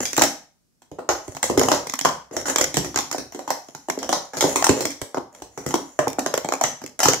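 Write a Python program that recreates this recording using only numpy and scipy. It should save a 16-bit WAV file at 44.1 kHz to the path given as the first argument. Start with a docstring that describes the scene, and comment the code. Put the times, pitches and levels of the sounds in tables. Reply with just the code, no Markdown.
"""In a small hard-walled room, plastic sport cups are stacked into pyramids on a mat and swept down at speed.
Every contact is an impulse that rings four families of cup modes: a hollow thump, a knock of the base,
a clack of the wall and a tick of the rim, shared out by its hardness and weight.
Cups chatter as they settle and rub by stick-slip as they nest; heavy landings boom in the table top.
Dense reflections answer each contact, over faint steady noise; a close pair of microphones listens."""
import sys
import numpy as np
from scipy import signal
from scipy.fft import rfft, irfft
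from scipy.io import wavfile

SR = 44100
rng = np.random.default_rng(int(sys.argv[2]) if len(sys.argv) > 2 else 0)


def store_wav(level_fs):
    """Save 16-bit WAV to argv[1]."""
    pcm = np.round(np.clip(np.atleast_2d(level_fs), -1, 1) * 32767)
    wavfile.write(sys.argv[1], SR, pcm.T.astype(np.int16))


N = 317520  # samples, 7.2 s
RING_SAMPLES = 4096
RING_HZ = np.maximum(np.fft.rfftfreq(RING_SAMPLES, 1 / SR), 1)
RING_AGE_S = np.arange(RING_SAMPLES) / SR

# Modes of the hollow cup. Each row: frequency in Hz, bandwidth in Hz, relative strength in dB.
THUMP_MODES = [(148.7, 28.6, -10.5), (275.4, 33.6, -2), (386, 160, -9)]
# Modes of the base. Each row: frequency and bandwidth as multiples of the knock's pitch, relative strength in dB.
KNOCK_MODES = [(.6, 0.45, -4), (.85, 0.29, 3), (1.13, 0.28, 1.5), (1.6, 0.97, -8.5)]
# Modes of the wall. Each row: frequency in Hz, bandwidth in Hz, relative strength in dB.
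CLACK_MODES = [(1400, 940, -3), (2127, 270, 1.5), (2570, 210, -6.5), (3155, 300, -2), (4300, 750, -6.5)]
# Modes of the rim. Each row: frequency in Hz, bandwidth in Hz, relative strength in dB.
TICK_MODES = [(5050, 1550, -9.5), (5650, 870, -1.5), (6870, 490, 1), (7765, 950, -6), (9640, 4000, -16),
              (12340, 2500, -15.5), (14440, 1600, -17.5)]
# Contacts of cup on cup or on the mat. Each row: start in seconds, knock level in dB, knock pitch in Hz,
# hardness as the rim's tick over the knock in dB, weight as extra thump in dB, remoteness as extra room in dB.
CONTACTS = [(0.0043, -25.5, 473, -1, 1.5, -6), (0.053, -35.5, 870, 14, -1.5, 3),
            (0.131, -35.5, 683, 11.5, 10, -3.5), (0.1659, -34.5, 900, 13.5, 5, 0.5),
            (0.178, -19, 745, 2.5, 3.5, -1.5), (0.1813, -14, 720, -17, 1.5, -2),
            (0.1935, -21, 660, 1.5, -2, -1), (0.2122, -17, 850, -9, 1, -3), (0.219, -12, 900, 3, 6.5, -2.5),
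            (0.236, -17, 747, -1.5, 3, 3.5), (0.819, -50, 1100, -3.5, 6, 2),
            (0.915, -38, 527, -12.5, 5.5, 3.5), (0.986, -30.5, 606, -24.5, 6, -5),
            (0.991, -27.5, 594, -22.5, -9, 4), (1.0898, -14, 744, -7.5, 0.5, 5),
            (1.112, -42.5, 740, 13.5, -4, 4), (1.2798, -32.5, 564, -7.5, 0, -1),
            (1.3488, -39.5, 910, 0, 7, 4.5), (1.367, -29.5, 990, -3, 5, -6),
            (1.4286, -22.5, 950, 6.5, -6, 1), (1.4983, -15, 530, -13.5, -3.5, 2.5),
            (1.575, -11.5, 555, -11.5, 0, 5.5), (1.594, -26, 820, 9, -3, -7),
            (1.6132, -13, 810, -12, -10, 0.5), (1.633, -21.5, 620, 0, -3, -3),
            (1.6849, -12.5, 740, -9.5, -7, 1.5), (1.716, -10.5, 830, -8, 2, 4),
            (1.8688, -30.5, 630, 0.5, -3, -2), (1.896, -38.5, 710, 13.5, 8, -5.5),
            (1.9367, -23, 900, -0.5, 3.5, -6), (1.9895, -30, 1040, 8.5, -1, -11),
            (2.011, -30.5, 920, 8, 10, -2.5), (2.0489, -12, 900, -7, 2, -0.5),
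            (2.0546, -10, 860, -12.5, -6.5, 3), (2.3111, -33.5, 485, -19, -5.5, 6),
            (2.366, -22.5, 510, -1.5, -2.5, 2.5), (2.4559, -26.5, 1110, -7, 3, 8.5),
            (2.4826, -23.5, 720, -5, 2.5, 7), (2.5594, -17.5, 734, 2, -3, -2.5),
            (2.5833, -22, 870, 4, 2, 2.5), (2.611, -18.5, 620, 3, 3, 0.5), (2.742, -28.5, 710, 5.5, 7, 1.5),
            (2.769, -20, 660, 1.5, 8.5, 1), (2.7752, -26, 544, 1, 9.5, 0.5),
            (2.8457, -28, 445, -4, -1, 5.5), (2.943, -32.5, 850, -4.5, 9, 5),
            (2.9591, -23.5, 796, 6.5, 7, -2), (2.9733, -22.5, 1040, 0, -4, 0),
            (2.9873, -20, 920, 0, 5, -0.5), (3.1132, -29.5, 835, 4.5, 4, -4), (3.127, -32, 730, 6.5, 0, 1),
            (3.145, -21, 667, -28, -2, -1), (3.1817, -33, 686, 2.5, 12.5, 2.5),
            (3.3222, -40, 990, -0.5, 5, 2), (3.3464, -31.5, 540, -7, 0, 3.5),
            (3.391, -28, 700, -10.5, -2, 2.5), (3.4767, -25, 780, -10.5, -4, 4.5),
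            (3.5039, -15.5, 760, -7.5, -7, 0.5), (3.6853, -40, 507, -5, -0.5, -2.5),
            (3.7488, -33, 880, -2.5, 6, -0.5), (3.8853, -22.5, 567, -13, -2, 2),
            (3.899, -18.5, 945, -3.5, -2, -5), (3.9744, -23, 515, -26, -2.5, -4),
            (3.9883, -39.5, 610, 6.5, -3, 3), (4.029, -27, 900, -3, 5, 1),
            (4.0911, -18, 696, -7.5, -1, 3.5), (4.1271, -14.5, 737, -5.5, -4, 3),
            (4.334, -31.5, 835, -10.5, 1, 10), (4.3689, -30.5, 590, 0.5, 0.5, 8.5),
            (4.4077, -20, 740, 4.5, -11, 5), (4.4255, -16.5, 636, -21, -2.5, -8),
            (4.4399, -12.5, 607, -22, -2, 4.5), (4.5582, -16, 820, -2, 2.5, 4),
            (4.624, -15.5, 1040, -7.5, -10, -5), (4.642, -15.5, 940, 2, -4, -0.5),
            (4.6664, -14.5, 750, -4.5, -6, -0.5), (4.692, -10, 540, -6, 1.5, 1.5),
            (4.7751, -25, 580, -12, -8, 4), (4.806, -25, 550, -0.5, 0, 4.5),
            (4.8529, -22, 710, 2, 6.5, -0.5), (4.904, -43.5, 760, 13, -5, 1),
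            (5.0152, -27, 645, -1, -3, 0.5), (5.1445, -22.5, 667, -15, 0, 2),
            (5.171, -20, 690, -23, -1, -0.5), (5.1778, -22.5, 730, -33, 9, -10),
            (5.348, -44, 840, -2, 1, 0.5), (5.42, -34.5, 680, -4, 7, 1.5), (5.5758, -29.5, 456, -7, -5, 4),
            (5.6631, -23.5, 600, -5.5, 6.5, 1.5), (5.7068, -30.5, 830, -3.5, 6, 5),
            (5.7405, -13.5, 614, -8.5, 1.5, -0.5), (5.9899, -10.5, 700, -14.5, -4.5, 1.5),
            (6.0716, -15.5, 587, -28, -3, -5), (6.08, -27, 646, 0.5, 8, -3),
            (6.1849, -16, 686, -23, 1.5, -0.5), (6.1916, -29, 564, 5.5, -2, -1),
            (6.2617, -17.5, 675, -6.5, -6, 0.5), (6.3395, -16, 660, -6.5, -5.5, -1.5),
            (6.3762, -17.5, 730, -5, -4.5, -5.5), (6.4457, -22, 624, -10.5, 0, 0),
            (6.4874, -20.5, 610, -6.5, -4.5, -1), (6.5223, -16, 770, -10, -8, -4.5),
            (6.5364, -19, 730, -6, -5, -3.5), (6.6117, -14, 700, -9.5, -6, -0.5),
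            (6.6378, -16, 1030, -1, 2.5, 2.5), (6.8164, -35.5, 830, -9, 8, 2),
            (6.8385, -34, 570, -3, 7, -2.5), (6.8619, -49, 520, 16, 9, -4.5), (6.991, -28, 750, 3, 1, 3),
            (7.002, -18.5, 960, -2, -9, 4), (7.0306, -17, 930, 0.5, -0.5, 8),
            (7.056, -11, 830, -6.5, 1.5, 1), (7.0837, -16, 550, 4, 1.5, 1), (7.1341, -22, 750, 4, 3, -3.5)]
ROOM_SEND_DB = 0.63  # what every contact feeds into the room, before its remoteness


def contacts(places, chatter_db, chatter_s, lead_s):
    """Superposition of modes: each contact sums four rings, and two faint rebounds follow as the cup settles."""
    times, knock_db, knock_hz, hardness_db, weight_db, remote_db = np.transpose(CONTACTS)
    thump_db, clack_db, tick_db = contact_levels(knock_db, knock_hz, hardness_db, weight_db)
    thump = strikes(thump_db, THUMP_MODES, grit=0.7, crunch_s=0.0017, spread_db=3.0,
                    pan_db=-2.0, low_hz=67.0, high_hz=470)
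    knock = strikes(knock_db, KNOCK_MODES, grit=0.94, crunch_s=0.0013, spread_db=2,
                    pan_db=0.0, low_hz=300, high_hz=1900, pitch=knock_hz)
    clack = strikes(clack_db, CLACK_MODES, grit=2.5, crunch_s=0.0013, spread_db=2.5,
                    pan_db=2.0, low_hz=1180, high_hz=4730)
    tick = strikes(tick_db, TICK_MODES, grit=4, crunch_s=0.00086, spread_db=1,
                   pan_db=-5.0, low_hz=3700, high_hz=18000)

    # the cups stand a little nearer to the left microphone
    arrival = np.exp(-2j * np.pi * RING_HZ * np.array([[0], [lead_s]]))
    hits = irfft(rfft(thump + knock + clack + tick) * arrival)
    waits = chatter_s * (.5 + rng.exponential(1, (len(times), 2)))
    rebound_gains = from_db(chatter_db + 5.5 * rng.standard_normal((len(times), 2)))

    direct = np.zeros((2, N))
    sent = np.zeros((places, 2, N))
    for k, start_s in enumerate(times):
        add(direct, start_s, hits[k])
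        # the contacts go to the places on the mat in turn
        add(sent[k % places], start_s, from_db(ROOM_SEND_DB + remote_db[k]) * hits[k])
        rebound = .5 * knock[k] + clack[k] + tick[k]
        for wait_s, gain in zip(np.cumsum(waits[k]), rebound_gains[k]):
            add(direct, start_s + wait_s, gain * rebound)
    return direct, sent


USUAL_KNOCK_HZ = 700
THUMP_DB, THUMP_LOSS_DB_PER_OCTAVE = -7.5, 12
CLACK_DB = -4
CLACK_FOLLOWS_RIM = 0.9  # share of the hardness that the wall takes on


def contact_levels(knock_db, knock_hz, hardness_db, weight_db):
    """Energy sharing: low, heavy landings pump the cup's air; hard edges excite the rim and, in part, the wall."""
    octaves = np.log2(knock_hz / USUAL_KNOCK_HZ)
    thump_db = knock_db + THUMP_DB + weight_db - THUMP_LOSS_DB_PER_OCTAVE * octaves
    clack_db = knock_db + CLACK_DB + CLACK_FOLLOWS_RIM * hardness_db
    tick_db = knock_db + hardness_db
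    return thump_db, clack_db, tick_db


def strikes(level_db, modes, grit, crunch_s, spread_db, pan_db, low_hz, high_hz, pitch=1):
    """Impulse excitation: a push common to both microphones and a crunch that differs at each drive the modes."""
    count = len(level_db)
    # square contacts are over at once, glancing ones graze for a few milliseconds
    graze_s = crunch_s * np.exp(0.43 * rng.standard_normal((count, 1, 1)))
    crunch = rng.standard_normal((count, 2, RING_SAMPLES)) * RING_AGE_S * np.exp(-RING_AGE_S / graze_s)
    force = grit * unit_energy(crunch)
    force[:, :, 0] += 1  # the push

    band = signal.butter(2, [low_hz, high_hz], "band", fs=SR, output="sos")
    passed = signal.sosfreqz(band, RING_HZ, fs=SR)[1]
    detuned = pitch * np.exp(0.041 * rng.standard_normal(count))
    response = modal_response(modes, detuned[:, None], spread_db)
    rings = irfft(rfft(force) * response * passed)

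    # a level is the energy of the ring spread over 5 ms
    side_db = level_db[:, None, None] + np.array([[pan_db], [-pan_db]]) / 2
    return unit_energy(rings) * np.sqrt(SR / 200) * from_db(side_db)


def modal_response(modes, pitch, spread_db):
    """Resonance: each mode is a damped resonator, shifted in pitch by the grip and weighted by the spot hit."""
    response = 0
    for k, (mode_hz, width_hz, db) in enumerate(modes):
        # neighbouring modes alternate in sign
        strength = (-1) ** k * from_db(db + spread_db * rng.standard_normal(pitch.shape))
        detuning = (RING_HZ ** 2 - (mode_hz * pitch) ** 2) / (RING_HZ * width_hz * pitch)
        response = response + strength / (1 + 1j * detuning)
    return response[:, None]


# Cups and hands sliding. Each row: start in seconds, length in seconds, level of the dull rub in dB,
# level of the walls' hiss in dB, both before the gain of all slides.
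SLIDES = [(.001, 0.046, -33, -26.5), (1.202, 0.22, -52, -49), (1.422, 0.052, -28.5, -26),
          (1.597, 0.19, -36.5, -31), (2.318, 0.098, -34.5, -39.5), (2.458, 0.058, -31, -24.5),
          (2.587, 0.056, -29.5, -49), (2.772, 0.11, -50, -50), (2.969, 0.051, -44, -35),
          (3.201, 1.31, -67, -55), (4.009, 0.066, -31.5, -55), (4.338, 0.077, -43, -37),
          (4.411, 0.15, -29.5, -29), (4.565, 0.06, -34, -33), (4.749, 0.091, -32, -35.5),
          (5.315, 0.1, -48, -53.5), (5.469, 0.56, -54.5, -50), (5.676, 0.052, -55, -32.5),
          (6.994, 0.095, -50, -42)]


def slides(catches_per_s, spread_db, clack_db, rub_hz):
    """Stick-slip friction: sliding walls catch and slip in dense tiny clicks that excite the cup's modes."""
    rub, hiss = np.zeros((2, 2, N))
    for start_s, length_s, rub_db, hiss_db in SLIDES:
        n = max(int(length_s * SR), 64)
        caught = rng.random(n) < catches_per_s / SR
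        # a steady graze under clicks of scattered size
        roughness = 0.17 + caught * from_db(spread_db * rng.standard_normal(n))
        grains = rng.standard_normal((2, n)) * roughness
        stroke = np.sqrt(n) * unit_energy(grains) * signal.windows.tukey(n, .4)
        # the long waves of the rub reach both microphones alike
        add(rub, start_s, from_db(rub_db) * stroke[:1])
        add(hiss, start_s, from_db(hiss_db) * stroke)

    out = 0
    driven = [(rub, KNOCK_MODES, rub_hz), (from_db(clack_db) * hiss, CLACK_MODES, 1), (hiss, TICK_MODES, 1)]
    for clicks, modes, pitch in driven:
        ring = irfft(modal_response(modes, np.full((1, 1), pitch), spread_db=3.5)[0])
        ring = ring / np.linalg.norm(ring)
        out = out + signal.oaconvolve(clicks, ring, axes=-1)[:, :N]
    return out


# Heavy landings that shake the table under the mat. Each row: start in seconds, level in dB.
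THUDS = [(0.222, -28), (1.28, -32.5), (1.345, -36), (2.767, -32), (4.44, -39), (4.693, -18), (5.014, -31.5),
         (5.741, -35), (7.055, -27), (7.082, -23)]
# Modes of the table top. Each row: frequency in Hz, bandwidth in Hz, relative strength in dB.
TABLE_MODES = [(54.6, 140, -10.5), (100, 26, -0.5), (142, 27, -3)]


def table():
    """Plate resonance: the table top booms briefly under a heavy landing."""
    times, level_db = np.transpose(THUDS)
    booms = strikes(level_db, TABLE_MODES, grit=.8, crunch_s=0.0045, spread_db=0.0,
                    pan_db=-3.0, low_hz=32, high_hz=196)
    out = np.zeros((2, N))
    for start_s, boom in zip(times, booms):
        add(out, start_s, boom)
    return out


# Decay of the reverberation. Each row: frequency in Hz, time to fall by 60 dB in seconds.
ROOM_T60 = [(100, 0.47), (300, 0.27), (800, 0.36), (2000, 0.36), (6000, 0.3459), (14000, 0.29)]
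# Strength of the reverberation. Each row: frequency in Hz, level in dB against the sound sent into the room.
ROOM_DB = [(60, 9.5), (150, -8), (200, 0), (280, -2), (450, -4.5), (1000, -4.5), (2500, -5.5), (4200, 0),
           (5700, 1.5), (7500, -7), (10000, 0), (15000, -5)]
# Pickup of the reverberation by the microphones. Each row: frequency in Hz, left minus right in dB.
ROOM_BALANCE = [(120, -3.5), (500, -1.5), (2300, 3), (8000, 0.5), (14000, -3.5)]


def room(x, build_s, alike_below_hz):
    """Diffuse reverberation: dense reflections die band by band; long waves reach both microphones alike."""
    t = np.arange(SR // 2) / SR
    hz = np.maximum(np.fft.rfftfreq(len(t), 1 / SR), 1)
    alike = 1 / (1 + (hz / alike_below_hz) ** 2)
    mid, side = rfft(rng.standard_normal((2, len(t))))
    field = np.sqrt(1 + alike) * mid + np.sqrt(1 - alike) * side * [[1], [-1]]

    edges = np.geomspace(40, 18000, 24)
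    echoes = 0
    for low, high in zip(edges, edges[1:]):
        centre = np.sqrt(low * high)
        decay = from_db(-60 * t / at_hz(ROOM_T60, centre))
        build_up = 1 - np.exp(-(t / build_s) ** 2)
        in_band = (hz >= low) * (hz < high)
        band = unit_energy(irfft(field * in_band, len(t)) * decay * build_up)
        level_db = at_hz(ROOM_DB, centre) + at_hz(ROOM_BALANCE, centre) * np.array([[1], [-1]]) / 2
        # each band holds its share of the spectrum
        echoes = echoes + band * from_db(level_db) * np.sqrt(2 * (high - low) / SR)
    return signal.oaconvolve(x, echoes, axes=-1)[:, :N]


# Spectrum of the still air in the room. Each row: frequency in Hz, relative density in dB.
HUSH_SPECTRUM = [(18, -49), (30, -6.5), (222, -1.5), (288, -7.5), (881, -20.5), (3150, -27), (5580, -19.5),
                 (15000, -28)]
HUSH_DB = -68  # rms level


def hush():
    """Stationary noise: random noise shaped by a fixed spectrum gives the faint steady room noise."""
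    hz = np.maximum(np.fft.rfftfreq(N, 1 / SR), 1)
    spectrum = rfft(rng.standard_normal((2, N))) * from_db(at_hz(HUSH_SPECTRUM, hz))
    noise = irfft(spectrum, N)
    return from_db(HUSH_DB) * np.sqrt(N) * unit_energy(noise)


def from_db(db):
    """Logarithmic level: decibels to amplitude gain."""
    return 10 ** (np.asarray(db) / 20)


def at_hz(points, hz):
    """Logarithmic frequency: read a table by interpolating along octaves."""
    known_hz, values = np.transpose(points)
    return np.interp(np.log(hz), np.log(known_hz), values)


def unit_energy(x):
    """Energy normalization: scale each stereo sound to a mean energy of 1 a channel."""
    return x / np.sqrt(np.sum(x ** 2, axis=(-2, -1), keepdims=True) / 2 + 1e-20)


def add(track, start_s, sound):
    """Superposition: mix a stereo sound into a track from its start time on."""
    start = int(np.clip(round(start_s * SR), 0, N - 1))
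    track[:, start:start + sound.shape[-1]] += sound[:, :N - start]


def scene():
    """Superposition of direct and reflected sound: each place on the mat has its own pattern of reflections."""
    direct, sent = contacts(places=5, chatter_db=-15.5, chatter_s=.007, lead_s=.00008)
    sliding = from_db(-3.0) * slides(catches_per_s=430, spread_db=7.5, clack_db=-9.0, rub_hz=488)
    sent[0] += from_db(1) * sliding

    # sound that leaves a cup to either side comes back to both microphones
    reflections = 0
    for place in sent:
        for side in place:
            reflections = reflections + room(side[None], build_s=0.0014, alike_below_hz=720)
    return direct + sliding + table() + reflections / np.sqrt(2) + hush()


def record(dry):
    """Overload and band limiting: the loudest peaks clip, then a steep low-pass cuts the top."""
    clipped = np.clip(dry, -1, 1)
    low_pass = signal.ellip(10, .1, 80, 15600, fs=SR, output="sos")  # cutoff in Hz
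    return signal.sosfilt(low_pass, clipped)


dry = scene()
out = record(dry)
store_wav(out)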